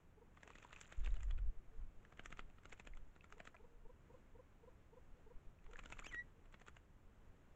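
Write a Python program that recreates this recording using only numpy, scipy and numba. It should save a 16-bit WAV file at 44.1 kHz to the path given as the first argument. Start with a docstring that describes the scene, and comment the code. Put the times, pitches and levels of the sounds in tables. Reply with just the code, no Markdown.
"""Bird bath at a woodland pond

A small bird bathes in the shallows, a couple of metres from a small camera microphone. Its wings slap
the water about fifteen times a second in short bouts, spray patters back, and it chirps once.
Far off, one bird calls in low double notes and another hoots faintly.
Wind buffets the microphone over the hush of the wood."""
import sys
import numpy as np
from scipy import signal
from scipy.fft import rfft, irfft
from scipy.io import wavfile
from scipy.ndimage import uniform_filter1d
from numba import njit

SR = 44100
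rng = np.random.default_rng(int(sys.argv[2]) if len(sys.argv) > 2 else 0)


def wav_out(sig):
    """Save sig, one row per channel (or a flat mono array), as 16-bit PCM at SR to the path in sys.argv[1]."""
    wavfile.write(sys.argv[1], SR, np.round(np.clip(np.atleast_2d(sig).T, -1, 1) * 32767).astype(np.int16))


N = 332955


def undb(db):
    return 10 ** (np.asarray(db) / 20)


def level(x, db):
    return x * undb(db) / np.sqrt(np.mean(x ** 2))


def colour(x, points):
    """Causal filter through (freq_hz, gain_db) points; white noise keeps its power."""
    hz, db = np.transpose(points)
    gain = undb(np.interp(np.log(np.arange(2049) * SR / 4096 + 1), np.log(hz), db))
    cepstrum = irfft(np.log(level(gain, 0)))
    cepstrum[1:2048] *= 2  # folded for minimum phase
    cepstrum[2049:] = 0
    return signal.fftconvolve(x, irfft(np.exp(rfft(cepstrum))))[:len(x)]


@njit
def lowpass(x, hz, damp):
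    """State-variable low-pass whose edge moves."""
    y, band_state, low_state = np.empty(len(x)), 0., 0.
    for i in range(len(x)):
        g = np.tan(np.pi * hz[i] / SR)
        band = (band_state + g * (x[i] - low_state)) / (1 + g * (g + damp))
        y[i] = low_state + g * band
        band_state, low_state = 2 * band - band_state, 2 * y[i] - low_state
    return y


def wander(per_s):
    """Random steps, smoothed twice; spread near 1."""
    hold = int(SR / per_s)
    steps = np.repeat(rng.standard_normal(N // hold + 1), hold)
    return 1.1 * uniform_filter1d(uniform_filter1d(steps, hold), hold)[:N]


def echo(x, t60_s, db):
    """Trunks and ground scatter a sound into a fading noise tail."""
    t = np.arange(SR // 2) / SR
    tail = rng.standard_normal(len(t)) * np.exp(-np.log(1000) * t / t60_s)
    return x + undb(db) * signal.fftconvolve(x, tail / np.sqrt(np.sum(tail ** 2)))[:N]


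def bubble(hz, cycles, glide, n):
    """A trapped bubble rings down 60 dB in about `cycles` and rises in pitch near the surface."""
    turns = hz * np.arange(n) / SR
    envelope = (1 - np.exp(-turns / 0.4)) * np.exp(-np.log(1000) * turns / cycles)
    return envelope * np.sin(2 * np.pi * turns * (1 + glide * turns / cycles))


def fizz(each_per_s, cycles, scatter_db, low_hz, octaves):
    """A cloud of small bubbles in 18 sizes, each size ringing at random moments."""
    out = np.zeros(N)
    for hz in low_hz * 2 ** np.linspace(0, octaves, 18):
        births = rng.random(N) < each_per_s / SR
        strength = undb(scatter_db * np.minimum(rng.exponential(size=N), 1.5))
        out += signal.oaconvolve(births * strength, bubble(hz, cycles, glide=0.1, n=SR // 30))[:N]
    return level(out, 0)


# The wood all around the pond: freq_hz, gain_db
HUSH_SPECTRUM = [(41, -18), (60, 2), (110, -3.5), (345, -14), (480, -15.5), (790, -20.5), (1420, -22.5),
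                 (2600, -30), (3400, -36), (4700, -46.5), (7130, -38), (8720, -48.5)]
def wood_hush():
    """Leaves and distance: a smooth hush that swells a little."""
    hush = colour(rng.standard_normal(N), HUSH_SPECTRUM)
    swell_db = 0.89 * wander(1.614) + 0.79 * wander(13)
    return level(hush * undb(swell_db), db=-68)


# The faintest bird, off in the wood: start_s, length_s, pitch_hz, level_db
HOOTS = [(1.46, 0.13, 456, -78.5), (1.698, 0.083, 446, -75), (2.012, 0.071, 455, -74),
         (3.67, 0.13, 471, -76), (5.137, 0.068, 500, -75.5), (6.335, 0.08, 459, -77)]
def hooting_bird():
    """Soft single notes: plain tones that swell and fade."""
    t, out = np.arange(N) / SR, np.zeros(N)
    for start, length, hz, db in HOOTS:
        arch = np.sin(np.pi * np.clip((t - start) / length, 0, 1))
        out += np.sqrt(2) * undb(db) * arch * np.sin(2 * np.pi * hz * t)
    return out * undb(2.0 * wander(37))


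# A bird far from the pond, the second note of each pair: middle_s, pitch_hz, level_db
COOS = [(0.224, 479, -63), (.507, 479, -64), (3.378, 466, -65.5), (3.649, 487, -63), (3.902, 504, -61),
        (4.148, 518, -60.5), (4.4, 515, -59.5), (4.683, 511, -60.5), (4.978, 508, -60.5),
        (5.315, 493, -61.5), (5.74, 493, -61)]
def cooing_bird(note_s=0.026, sag=0.16, octave_db=-10):
    """Pairs of short hollow notes whose pitch arches and sags at both ends."""
    out, n = np.zeros(N), int(note_s * SR)
    u = np.linspace(-1, 1, n)
    first_notes = [(s - 0.041, hz * 0.915, db - 2.5) for s, hz, db in COOS]  # earlier, lower, softer
    for middle, hz, db in first_notes + list(COOS):
        phase = 2 * np.pi * np.cumsum(hz * (1 - sag * u ** 2)) / SR
        tone = np.sin(phase) + undb(octave_db) * np.sin(2 * phase)
        i = int(middle * SR) - n // 2
        out[i:i + n] += np.sqrt(2) * undb(db) * (1 - u ** 2) * tone
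    return echo(out, t60_s=0.24, db=-15)


# Gusts right on the microphone: start_s, length_s, level_db
GUSTS = [(0.971, 0.54, -37.5), (1.759, .13, -47.5), (2.23, 0.49, -57), (2.842, 0.26, -52.5),
         (5.641, 0.57, -53.5)]
# Lone eddies that pull the diaphragm once: middle_s, peak_db
PUFFS = [(1.582, -38.5), (1.69, -47.5), (1.977, -47), (2.741, -48.5), (3.859, -45.5), (5.129, -48),
         (5.364, -43), (5.478, -46)]
def wind(calm_db=-64.5, sag_db_per_s=5, edge_s=0.026, rumble_hz=65.8, octaves_per_db=0.018, puff_s=0.01):
    """Eddies buffet the diaphragm; faster air carries the rumble higher."""
    t, db = np.arange(N) / SR, np.full(N, calm_db)
    for start, length, gust_db in GUSTS:
        db = np.where((t > start) & (t < start + length), gust_db - sag_db_per_s * (t - start), db)
    db = uniform_filter1d(db, int(edge_s * SR))
    hz = rumble_hz * 2 ** (octaves_per_db * (db - db.max()))
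    eddies = signal.sosfilt(signal.butter(1, 12., "high", fs=SR, output="sos"), rng.standard_normal(N))
    rumble = eddies * undb(2.0 * wander(11))
    for ratio, damp in (0.71, 1.6), (1.2, 1.8), (0.84, 1.3):
        rumble = lowpass(rumble, ratio * hz, damp)
    puffs = sum(undb(peak_db) * np.exp(-((t - s) / puff_s) ** 2) for s, peak_db in PUFFS)
    return undb(db) * level(rumble, 0) - puffs


# The bather's feathers, a couple of metres away: freq_hz, gain_db
RATTLE_SPECTRUM = [(350, -21), (650, 3.5), (2000, 0), (2800, -25), (4000, -27)]
def feather_rattle(start_s=3.5445, knocks_per_s=335, count=4):
    """An even run of quick dull knocks as the feathers shake."""
    knocks = np.zeros(N)
    times = start_s + np.arange(count) / knocks_per_s
    knocks[(times * SR).astype(int)] = undb(-39.5)
    return colour(knocks, RATTLE_SPECTRUM)


# The bather's chirp from the shallows, one list a note: time_s, pitch_hz, level_db
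CHIRP_NOTES = [
    [(6.016, 1045, -96), (6.024, 1198, -55), (6.035, 2016, -77), (6.045, 2364, -58), (6.056, 2194, -67),
     (6.064, 2640, -55), (6.078, 3340, -69.5), (6.097, 3000, -64), (6.112, 2950, -84)],
    [(6.102, 2460, -71), (6.108, 2407, -69), (6.125, 2020, -57.5), (6.142, 1902, -49), (6.165, 1898, -48.5),
     (6.195, 1940, -46), (6.213, 1938, -53), (6.222, 1954, -58.5), (6.23, 1980, -93)],
]
# The chirp's overtones 2-4, one row a note; the top two on the loud second note (5 and 6)
# are faint recorder distortion: relative_db
OVERTONES_AND_DISTORTION = [(-6.5, -21, -34), (-19.5, -36.5, -55, -15, -19)]
# The microphone's housing dips, then peaks: freq_hz, gain_db
MIC_HOUSING = [(3800, -12.5), (4800, -7), (6200, 1), (7200, 17), (9000, -11)]
def chirp():
    """Two slurred near-sine notes with a slight tremble; the second distorts faintly in the recorder."""
    out, tremble = np.zeros(N), undb(1.4 * wander(160))
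    for note, upper_db in zip(CHIRP_NOTES, OVERTONES_AND_DISTORTION):
        times, hz, db = np.transpose(note)
        i = np.arange(int(times[0] * SR), int(times[-1] * SR))
        hz, db = (uniform_filter1d(np.interp(i / SR, times, curve), SR // 250) for curve in (hz, db))
        phase = 2 * np.pi * np.cumsum(hz) / SR
        upper = sum(undb(relative_db + np.interp(k * hz, *np.transpose(MIC_HOUSING))) * np.sin(k * phase)
                    for k, relative_db in enumerate(upper_db, start=2))
        out[i] += np.sqrt(2) * undb(db) * (np.sin(phase) + upper)
    return echo(out * tremble, t60_s=0.183, db=-23.5)


# Thrown water falling back around the bird, one list a bout: time_s, level_db
SPRAY_BOUTS = [
    [(.36, -99), (.48, -82), (.8, -67.5), (.96, -70.5), (1.1, -72.5), (1.25, -80), (1.42, -98)],
    [(2, -92.5), (3.6, -85.5)],
    [(5.66, -100), (5.8, -80), (6.05, -75), (6.17, -84)],
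]
# The tick of drops on the pond: freq_hz, gain_db
DROP_SPECTRUM = [(400, -37.5), (800, -17.5), (2700, -8), (4900, -25), (7200, 0.5), (8700, -27.5)]
def spray(froth):
    """Many drops tick on the surface, with a froth of longer-ringing bubbles."""
    t, gain = np.arange(N) / SR, np.zeros(N)
    for bout in SPRAY_BOUTS:
        times, db = np.transpose(bout)
        gain += np.interp(t, times, undb(db), left=0, right=0)
    drops = fizz(each_per_s=40, cycles=4.0, scatter_db=9, low_hz=810, octaves=3.4)
    ticks = level(colour(drops, DROP_SPECTRUM), db=-4.0)
    return uniform_filter1d(gain, SR // 50) * (ticks + undb(-5.5) * froth)


# Single drops landing near the bird: start_s, level_db, pitch_hz
DRIPS = [(0.534, -55, 2420), (0.649, -42.5, 954), (.709, -52, 1360), (0.734, -53, 2680),
         (.762, -47.5, 2480), (1.048, -50.5, 3520), (1.061, -40.5, 2590), (1.107, -62, 3750),
         (1.312, -52, 3300), (2.936, -51, 2060), (3.209, -52.5, 2580), (3.566, -52.5, 2370),
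         (5.588, -65, 2480), (5.758, -42, 1680), (5.9298, -44, 2480)]
def drips(ring_s=0.013):
    """Each drop traps one bubble, which rings briefly."""
    out, n = np.zeros(N), SR // 10
    for start, db, hz in DRIPS:
        i = int(start * SR)
        out[i:i + n] += undb(db) * bubble(hz, cycles=ring_s * hz, glide=0.046, n=n)
    return out


# Wing meets water, two metres or so from the microphone: start_s, level_db, treble_relative_db, hollow_hz
SLAPS = [(0.373, -48, -23, 1170), (0.432, -42.5, -18, 1670), (0.476, -48.5, -15, 2630),
         (0.503, -44, -21.5, 1100), (0.554, -43.5, -19, 1920), (0.584, -48.5, -16, 2600),
         (0.627, -48.5, -13.5, 2460), (0.647, -49.5, -17, 1060), (0.728, -42.5, -21, 1560),
         (0.762, -50.5, -10, 2540), (0.812, -45.5, -5, 3020), (0.849, -53, -22, 1400),
         (0.924, -41, -16, 1590), (1, -61, -24, 1290), (1.045, -50.5, -14, 2680), (1.062, -43, -15, 2680),
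         (1.074, -42.5, -35, 1510), (1.141, -51.5, -15, 1270), (1.166, -49, -21, 2900),
         (1.206, -50.5, -18, 2460), (1.231, -45, -13.5, 1960), (1.309, -43.5, -21.5, 3170),
         (1.38, -53, -24, 2400), (1.387, -49, -24, 1480), (2.05, -51.5, -25, 1670),
         (2.124, -47.5, -24, 736), (2.194, -38, -27.5, 1580), (2.258, -38, -12.5, 1810),
         (2.325, -36, -26, 1310), (2.393, -34.5, -26, 1300), (2.499, -53, -26, 766),
         (2.584, -51, -44, 1290), (2.655, -43, -21, 1400), (2.696, -59, -5, 1080),
         (2.725, -37.5, -28, 2140), (2.7295, -46.5, -14, 1460), (2.797, -42.5, -18.5, 2510),
         (2.8031, -50.5, -19, 1000), (2.872, -40.5, -22, 2520), (2.971, -47.5, -22, 1370),
         (3.162, -50, -24, 1400), (3.242, -45, -24, 1310), (3.324, -43.5, -19, 1240),
         (3.402, -38.5, -25, 690), (3.454, -52.5, -14, 1020), (3.473, -39, -19, 1270),
         (5.664, -52.5, -41, 1130), (5.734, -45, -20, 1340), (5.790, -43, -24, 2420),
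         (5.7938, -42.5, -19, 1280), (5.858, -39.5, -20, 1400), (5.923, -35, -18, 1480),
         (5.991, -40, -20, 2490), (5.996, -43.5, -17, 1310), (6.066, -38, -22, 2610),
         (6.112, -56, -19, 1930), (6.145, -40.5, -21.5, 1830), (6.457, -55, -27, 710),
         (6.542, -42, -31, 2160), (6.615, -44.5, -22, 710), (6.682, -38.5, -20, 1383),
         (6.767, -46.5, -20.5, 680)]
# The light touch that leads each slap, set per bout: bout_start_s, ahead_s, relative_db
BOUT_TOUCHES = [(0, 0.025, -17.5), (2, 0.021, -17), (5.5, .0215, -7), (6.4, 0.017, -14)]
def wing_strokes(touch_treble_db=-16, touch_hz=1220, scatter_db=2.5, scatter_octaves=0.27):
    """Every slap and the lighter touch that leads it; the second wing of a close pair has none."""
    bout_starts, ahead_s, relative_db = np.transpose(BOUT_TOUCHES)
    starts = [slap[0] for slap in SLAPS]
    chances = rng.standard_normal((len(SLAPS), 2))
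    touches = []
    for (start, db, _, _), gap_s, (force, pitch) in zip(SLAPS, np.diff(starts, prepend=0), chances):
        if gap_s > 0.009:
            bout = np.searchsorted(bout_starts, start) - 1
            touch_db = db + relative_db[bout] + scatter_db * force
            hz = touch_hz * 2 ** (scatter_octaves * pitch)
            touches.append((start - ahead_s[bout], touch_db, touch_treble_db, hz))
    return list(SLAPS) + touches


# The body of the water under a slap, and the thin sheet torn off it: freq_hz, gain_db
BODY_SPECTRUM = [(88, -30), (150, 1.5), (650, -3), (950, -5.5), (1350, -1.5), (2400, -3.5), (3500, -12.5),
                 (5000, -31.5), (6500, -52.5)]
SHEET_SPECTRUM = [(3500, -36), (5200, -12.5), (7300, 1.5), (8900, -21)]
def wing_slaps(froth, rise_s=0.001098, crack_t60_s=0.01, plough_s=0.0095, shed_s=0.013):
    """Each slap cracks in the water's body and a tearing sheet, rings a brief hollow and churns froth."""
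    body, sheet, churn, hollows, body_hits, sheet_hits = np.zeros((6, N))
    n = SR // 10
    t = (np.arange(n) - n // 4) / SR
    crack = np.exp(np.where(t < rise_s, (t - rise_s) / rise_s, -np.log(1000) * (t - rise_s) / crack_t60_s))
    # the feathers plough water before the slap and shed it afterwards
    wash = undb(-18.5) * np.exp(-(t / np.where(t < 0, plough_s, shed_s)) ** 2)
    for start, db, treble_db, hz in wing_strokes():
        i = int(start * SR)
        span = slice(i - n // 4, i - n // 4 + n)
        body[span] += undb(db) * (crack + 0.76 * wash)
        churn[span] += undb(db) * wash
        sheet[span] += undb(db + treble_db) * (crack ** 2 + wash)
        hollows[i:i + n] += undb(db - 9) * bubble(hz, cycles=0.021 * hz, glide=0.027, n=n)
        landing = int((start + rise_s) * SR)  # the flat of the wing lands
        body_hits[landing] += undb(db)
        sheet_hits[landing] += undb(db + treble_db)
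    grain = undb(3.0 * wander(1200))  # the water breaks up unevenly
    body = colour(body * grain * rng.standard_normal(N) + undb(10.5) * body_hits, BODY_SPECTRUM)
    body += undb(-1.0) * churn * froth
    sheet = colour(sheet * grain * rng.standard_normal(N) + undb(9.5) * sheet_hits, SHEET_SPECTRUM)
    return undb(-10) * body + undb(-1.5) * sheet + hollows


def scene():
    """The bather close by and the wood behind it, in mono."""
    froth = fizz(each_per_s=29.0, cycles=11.0, scatter_db=5.5, low_hz=1137, octaves=1.65)
    splashes = echo(wing_slaps(froth) + drips(), t60_s=0.16, db=-15.5)
    bather = splashes + spray(froth) + chirp() + feather_rattle()
    return (bather + cooing_bird() + wind() + wood_hush() + hooting_bird())[None]


def record(dry):
    """The microphone ends below 9 kHz; faint electronic hiss reaches higher and swells with bright sounds."""
    mic_top_hz, hiss_top_hz, hiss_db, floor_db = 8640, 15700, -94, -104
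    heard = signal.sosfilt(signal.ellip(6, .5, 21, mic_top_hz, fs=SR, output="sos"), dry)
    bright = signal.sosfilt(signal.butter(6, 5000, "high", fs=SR, output="sos"), heard)
    swell = undb(-16.5) * uniform_filter1d(np.abs(bright), SR // 30)
    hiss = np.hypot(undb(hiss_db), swell) * rng.standard_normal(dry.shape)
    heard = signal.sosfilt(signal.ellip(8, .2, 70, hiss_top_hz, fs=SR, output="sos"), heard + hiss)
    return heard + undb(floor_db) * rng.standard_normal(dry.shape)


dry = scene()
out = record(dry)
wav_out(out)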